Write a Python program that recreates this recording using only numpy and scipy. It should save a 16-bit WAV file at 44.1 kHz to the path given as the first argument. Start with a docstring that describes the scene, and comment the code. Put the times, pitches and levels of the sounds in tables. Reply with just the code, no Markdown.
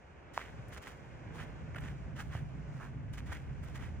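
"""Footsteps on firm beach sand

Someone walks at about two steps a second, holding a phone. Heel and sole crush the sand in short
crunches, loose grains hiss, weight lands in dull thuds, and now and then something brittle snaps.
Behind are distant surf, soft wind on the microphone, a far-off rumble and a slowly sinking drone."""
import sys
import numpy as np
from scipy import signal
from scipy.fft import rfft, irfft
from scipy.io import wavfile
from scipy.ndimage import map_coordinates

SR = 44100
rng = np.random.default_rng(int(sys.argv[2]) if len(sys.argv) > 2 else 0)


def dump_mix(stems):
    """Bounce the given channels to the path in sys.argv[1] as a 16-bit WAV at rate SR."""
    frames = np.atleast_2d(stems).T  # one column per channel
    limited = np.clip(frames, -1, 1)  # hard clip at full scale
    pcm = np.round(limited * 32767).astype(np.int16)
    wavfile.write(sys.argv[1], SR, pcm)


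N = 176400

# the background mix: time_s, surf_db, rumble_db, wind_db
BACKGROUND_LEVELS = [(0, -60.5, -66.5, -60), (.3, -56, -61.5, -61), (.55, -55, -51, -54),
                     (.8, -53, -58.5, -56.5), (1.05, -55.5, -52, -66), (1.35, -52.5, -48, -58),
                     (1.7, -54.5, -46, -49), (2.4, -57, -45, -47), (2.55, -56, -45.5, -67),
                     (3.05, -57.5, -45.5, -45), (3.5, -56, -45.5, -48.5), (4, -57, -45, -46)]
# the drone's downward glide: time_s, pitch_hz, level_db
DRONE_GLIDE = [(0, 169.5, -69.5), (1.2, 158.5, -66), (1.7, 153.7, -49), (2.4, 146.3, -49),
               (4, 128.5, -56.5)]
# faint high hiss between the steps: time_s, level_db
AIR_LEVELS = [(0, -79.5), (.3, -82), (.5, -74), (1.3, -76), (2.02, -74.5), (2.25, -81), (2.5, -77.5),
              (2.75, -73.5), (2.93, -80), (3.45, -81), (3.53, -76)]
# the walker's weight landing and shifting: start_s, peak_db, pitch_hz
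THUD_HITS = [(.592, -38, 117), (0.686, -39.5, 109), (1.264, -36, 121), (2.351, -33.5, 101.1),
             (2.423, -38, 109.2), (3.139, -35, 74.6), (3.303, -35.5, 89.9)]
# bits of shell or dry weed breaking: start_s, peak_db, pitch_hz
SNAP_HITS = [(.377, -18, 1026), (.3927, -32.5, 1340), (.7645, -37.5, 1650), (.871, -36, 1530),
             (1.767, -38.5, 791.4), (2.3515, -33.5, 720), (3.205, -41, 1700)]
# the shoe first biting into the sand: start_s, level_db
BITE_HITS = [(.338, -65), (.684, -62.5), (0.732, -61), (.821, -62), (0.875, -59.5), (1.757, -65),
             (1.782, -65), (1.805, -69), (2.204, -59), (3.13, -68), (3.324, -58), (3.635, -64)]
# heel and sole pressing the sand: peak_s, rise_s, fall_s, crunch_db, hiss_db, pitch_hz
SHOE_PRESSES = [ (0.34, 0.0041, 0.074, -61, -58.5, 1852), (.41, 0.04, 0.083, -53.5, -66, 1999),
                (0.736, 0.015, 0.024, -58, -59.5, 1951), (.778, 0.0087, 0.01, -51.5, -57.5, 1850),
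                (.826, 0.0078, 0.015, -56, -58, 1941), (0.873, 0.0028, 0.014, -49, -62, 1754),
                (0.88, 0.042, 0.05, -56, -62, 1801), (1.356, 0.02, 0.029, -56.5, -63.5, 1250),
                (1.407, 0.031, 0.035, -51, -60.5, 1803), (1.748, 0.0017, 0.0033, -45, -64, 1747),
                (1.761, 0.0028, 0.011, -44, -66, 1747), (1.786, 0.0058, 0.0048, -46.5, -64, 1892),
                (1.854, 0.0443, 0.061, -53.5, -64, 1801), (2.171, 0.012, 0.045, -55, -60.5, 1803),
                (2.206, 0.016, 0.017, -46.5, -54, 1606), (2.347, 0.035, 0.055, -52.5, -62, 1854),
                (2.78, .06, 0.042, -65.5, -74, 1598), (2.828, 0.028, 0.052, -51.5, -66, 1420),
                (3.139, 0.008, 0.026, -61, -60.5, 1944), (3.184, 0.01, 0.016, -53, -58, 1842),
                (3.264, 0.004, 0.026, -59, -64, 1848), (3.329, 0.0067, 0.0098, -45, -54.5, 1850),
                (3.334, 0.048, 0.05, -53, -62, 1898), (3.639, 0.012, 0.12, -62.5, -68, 1859),
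                (3.76, 0.015, 0.024, -55, -60, 1894), (3.838, 0.054, 0.049, -54, -65, 1859)]

# the tone colour of each layer: frequency_hz, relative_db
SURF_EQ = [(100, -3.5), (300, 3.5), (550, 2.5), (1380, -5.5), (1490, -1.5), (1600, -4), (2400, -9),
           (3000, -14.5), (4000, -27), (16000, -62.5)]
RUMBLE_EQ = [(25, -27.5), (60, 1), (90, -4.5), (130, 0.5), (180, -8.5), (250, -11.5), (350, -23),
             (16000, -120)]
WIND_EQ = [(15, -52), (45, 0), (60, 10.5), (90, 6), (140, -4.5), (250, -22.5), (16000, -130)]
AIR_EQ = [(2000, -12), (4000, -4), (6800, -3), (8500, -13), (12000, -27.5), (15000, -28)]
THUD_RISE_S = 0.0045
SNAP_EQ = [(100, -50), (600, -6), (1000, -1), (1350, -9.5), (2300, -16), (3200, -28), (4500, -27.5),
           (6700, -33.5), (8200, -57), (15000, -69)]
BITE_EQ = [(1500, -15), (4000, -11), (7000, 1), (11000, 0), (15000, -2.5)]
HISS_EQ = [(1500, -23), (3000, 11.5), (4500, 3.5), (6800, 6.5), (8500, 0), (10500, -3.5), (12500, -10.5),
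           (14500, -4.5)]
SCRUNCH_EQ = [(150, -19.5), (400, -10), (1150, -4), (1600, -3), (2500, -22), (16000, -73)]
CRUNCH_EQ = [(400, -14), (1100, -7.5), (1850, 3), (2700, -6.5), (3400, -10), (4300, -24), (16000, -50)]

# stereo image at the two microphone ports: frequency_hz, likeness_0_to_1, left_lead_rad, left_louder_db
FAR_IMAGE = [(56.6, 0.17, -6.5, -2), (128, 0.78, -0.1, -5), (255, 0.81, .7, -0.5), (586, 0.29, 0, 1),
             (1370, 0.042, -0.5, -1), (2120, 0.88, -0.5, -2.5), (3220, .55, 2.1, -1.5), (5950, 0.23, 5, 6)]
WIND_IMAGE = [(100, 0.86, 0, 0.38)]
FEET_IMAGE = [(300, 0.74, 0.37, 1), (900, 0.53, 0.09, -5.5), (1780, 0.96, 0.096, -3),
              (2950, 0.7, 1.1, -3.5), (4720, 0.29, 4, 5.5), (7300, 0.5, 4.35, -0.5), (9800, 1, 5.17, -1),
              (15600, 0.88, 14.7, 0.5)]

BITE_FALL_S = 0.014
PRESS_SHAPE = 2.24  # 1 = pointed, 2 = bell-shaped
SCRUNCH_DB, SCRUNCH_LEAD = -2, 0.3  # level against the crunch; early by this share of the rise time
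TRICKLE_DB, TRICKLE_FALL_S = -9.5, 0.06  # kicked-up sand falling back after each press
JERK_RATE_HZ, JERK_DB = 190, 1.8  # the sand yields unevenly under the load


def undb(db):
    """Decibels to gain."""
    return 10 ** (np.asarray(db) / 20)


def unit(x):
    """Scale to rms 1."""
    return x / np.sqrt(np.mean(x ** 2))


def over_time(table):
    """The columns of an automation curve, one value per sample."""
    rows = np.array(table, float)
    return [np.interp(np.arange(N) / SR, rows[:, 0], col) for col in rows.T[1:]]


def over_pitch(table, stretch=1):
    """The columns of a spectrum, one value per frequency bin."""
    rows = np.array(table, float)
    hz = np.maximum(np.fft.rfftfreq(N, 1 / SR), 1)
    return [np.interp(np.log(hz), np.log(rows[:, 0] * stretch), col) for col in rows.T[1:]]


def peak_hz(eq):
    """Frequency of an EQ curve's highest point."""
    return max(eq, key=lambda point: point[1])[0]


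def response(eq, stretch=1):
    """Minimum-phase response of an EQ curve: it rings only after the hit."""
    cepstrum = irfft(np.log(undb(over_pitch(eq, stretch)[0])), N)
    cepstrum[1:N // 2] *= 2
    cepstrum[N // 2 + 1:] = 0
    return np.exp(rfft(cepstrum))


def coloured(pair, eq):
    """Two signals through an EQ curve; rms 1."""
    return unit(irfft(rfft(pair) * response(eq), N))


def stereo(mid, side, image):
    """Left and right at the microphone ports, which hear the side signal in opposite sign."""
    alike, lead_rad, tilt_db = over_pitch(image)
    alike = np.clip(alike, 0, 1)
    sign = np.array([[1], [-1]])
    both = rfft(mid) * np.sqrt((1 + alike) / 2) + sign * rfft(side) * np.sqrt((1 - alike) / 2)
    return irfft(both * undb(sign * tilt_db / 2) * np.exp(sign * 1j * lead_rad / 2), N)


def texture(pair, eq, image):
    """Two unrelated signals, coloured and spread in stereo; rms 1."""
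    return unit(stereo(*coloured(pair, eq), image))


def noise():
    """Two unrelated white noises."""
    return rng.standard_normal((2, N))


def wobble(rate_hz):
    """Smooth random modulation with bandwidth rate_hz; rms 1."""
    hz = np.fft.rfftfreq(N, 1 / SR)
    lowpass = np.exp(-(hz / rate_hz) ** 2) * (hz > 0)
    return unit(irfft(rfft(rng.standard_normal(N)) * lowpass, N))


def grains(per_s, scatter_db):
    """Two streams of tiny clicks, most weak and a few strong."""
    size = undb(scatter_db * np.minimum(rng.exponential(size=(2, N)), 6))
    return (rng.random((2, N)) < per_s / SR) * np.sign(noise()) * size


def surf(level_db, flicker_db=0.7):
    """Far surf: an even wash with a slight flicker."""
    return texture(noise(), SURF_EQ, FAR_IMAGE) * undb(level_db + flicker_db * wobble(rate_hz=23))


def rumble(level_db, flutter_db=1.2):
    """A low, fluttering rumble from far off."""
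    return texture(noise(), RUMBLE_EQ, FAR_IMAGE) * undb(level_db + flutter_db * wobble(rate_hz=18))


def wind(level_db, gust_db=1.6):
    """Soft gusts buffet the microphone ports."""
    return texture(noise(), WIND_EQ, WIND_IMAGE) * undb(level_db + gust_db * wobble(rate_hz=5.8))


def drone(width_hz=20, left_lead_rad=0.33):
    """A narrow, unsteady drone that sinks in pitch, perhaps a far aircraft."""
    pitch_hz, level_db = over_time(DRONE_GLIDE)
    waver = wobble(width_hz) + 1j * wobble(width_hz)
    phase = 2 * np.pi * np.cumsum(pitch_hz) / SR + np.array([[left_lead_rad], [0]])
    return undb(level_db) * np.real(waver * np.exp(1j * phase))


def air():
    """A faint, uneven high hiss."""
    return texture(noise(), AIR_EQ, FAR_IMAGE) * undb(over_time(AIR_LEVELS)[0])


def thuds():
    """The walker's weight lands in dull bumps of two or three heavily damped low cycles."""
    out = np.zeros(N)
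    for start_s, peak_db, pitch_hz in THUD_HITS:
        age_s = np.maximum(np.arange(N) / SR - start_s, 0)
        envelope = age_s / THUD_RISE_S * np.exp(1 - age_s / THUD_RISE_S)
        out += undb(peak_db) * envelope * np.sin(2 * np.pi * pitch_hz * age_s)
    return out


def snaps():
    """Shell or dry weed breaks in one sharp click, damped by the sand within milliseconds."""
    out = np.zeros(N)
    for start_s, peak_db, pitch_hz in SNAP_HITS:
        click = irfft(response(SNAP_EQ, pitch_hz / peak_hz(SNAP_EQ)), N)
        start = int(start_s * SR)
        out[start:] += undb(peak_db) * click[:N - start] / np.abs(click).max()
    return stereo(out, np.zeros(N), FEET_IMAGE)


def bites():
    """Coarse grains crack in short, bright sprays as the shoe first bites."""
    t = np.arange(N) / SR
    bursts = sum(undb(level_db) * (t >= start_s) * np.exp(-np.abs(t - start_s) / BITE_FALL_S)
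                 for start_s, level_db in BITE_HITS)
    return bursts * texture(grains(per_s=650, scatter_db=2.4), BITE_EQ, FEET_IMAGE)


def press_power(levels_db, lead=0):
    """Power envelopes, one row per shoe press: a swell and a fall around its peak."""
    t = np.arange(N) / SR
    power = np.zeros((len(SHOE_PRESSES), N))
    for row, (peak_s, rise_s, fall_s, *_), level_db in zip(power, SHOE_PRESSES, levels_db):
        since_s = t - peak_s + lead * rise_s
        away = np.maximum(-since_s / rise_s, since_s / fall_s)
        near = away < np.pi
        row[near] = (undb(level_db) * np.exp(-away[near] ** PRESS_SHAPE)) ** 2
    return power + np.finfo(float).eps


def loose_sand(levels_db):
    """Loose grains hiss under each press, then trickle back in a soft tail."""
    power = press_power(levels_db).sum(axis=0)
    decay = np.exp(-1 / (TRICKLE_FALL_S * SR))
    trickle = undb(TRICKLE_DB) ** 2 * signal.lfilter([1 - decay], [1, -decay], power)
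    hiss = texture(grains(per_s=13000, scatter_db=2), HISS_EQ, FEET_IMAGE)
    return np.sqrt(power + trickle) * hiss


def crushed_sand(eq, stretch):
    """Grains crushed under the shoe; their resonances slide by the factor stretch."""
    crackle = coloured(grains(per_s=5000, scatter_db=3), eq)
    playhead = np.cumsum(stretch)
    mid, side = (map_coordinates(stream, [playhead], mode="mirror") for stream in crackle)
    return unit(stereo(mid, side, FEET_IMAGE))


def footsteps():
    """Sand gives in small jerks: a deep scrunch, then a brighter crunch as it packs, with hiss on top."""
    *_, crunch_db, hiss_db, pitch_hz = np.array(SHOE_PRESSES).T
    deep_power = press_power(crunch_db + SCRUNCH_DB, lead=SCRUNCH_LEAD).sum(axis=0)
    presses = press_power(crunch_db)
    bright_power = presses.sum(axis=0)
    stretch = pitch_hz @ presses / bright_power / peak_hz(CRUNCH_EQ)  # the strongest press leads
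    jerks = unit(undb(JERK_DB * wobble(JERK_RATE_HZ)))
    scrunch = np.sqrt(deep_power) * crushed_sand(SCRUNCH_EQ, stretch)
    crunch = np.sqrt(bright_power) * crushed_sand(CRUNCH_EQ, stretch)
    return jerks * (scrunch + crunch + loose_sand(hiss_db))


def scene():
    """The walker up close, over the bed of the open beach."""
    surf_db, rumble_db, wind_db = over_time(BACKGROUND_LEVELS)
    walker = footsteps() + bites() + snaps() + thuds()
    return walker + surf(surf_db) + rumble(rumble_db) + wind(wind_db) + drone() + air()


def record(dry, top_hz=15800):
    """The phone cuts the top end steeply."""
    return signal.sosfilt(signal.ellip(8, 0.2, 70, top_hz, fs=SR, output="sos"), dry)


dry = scene()
out = record(dry)
dump_mix(out)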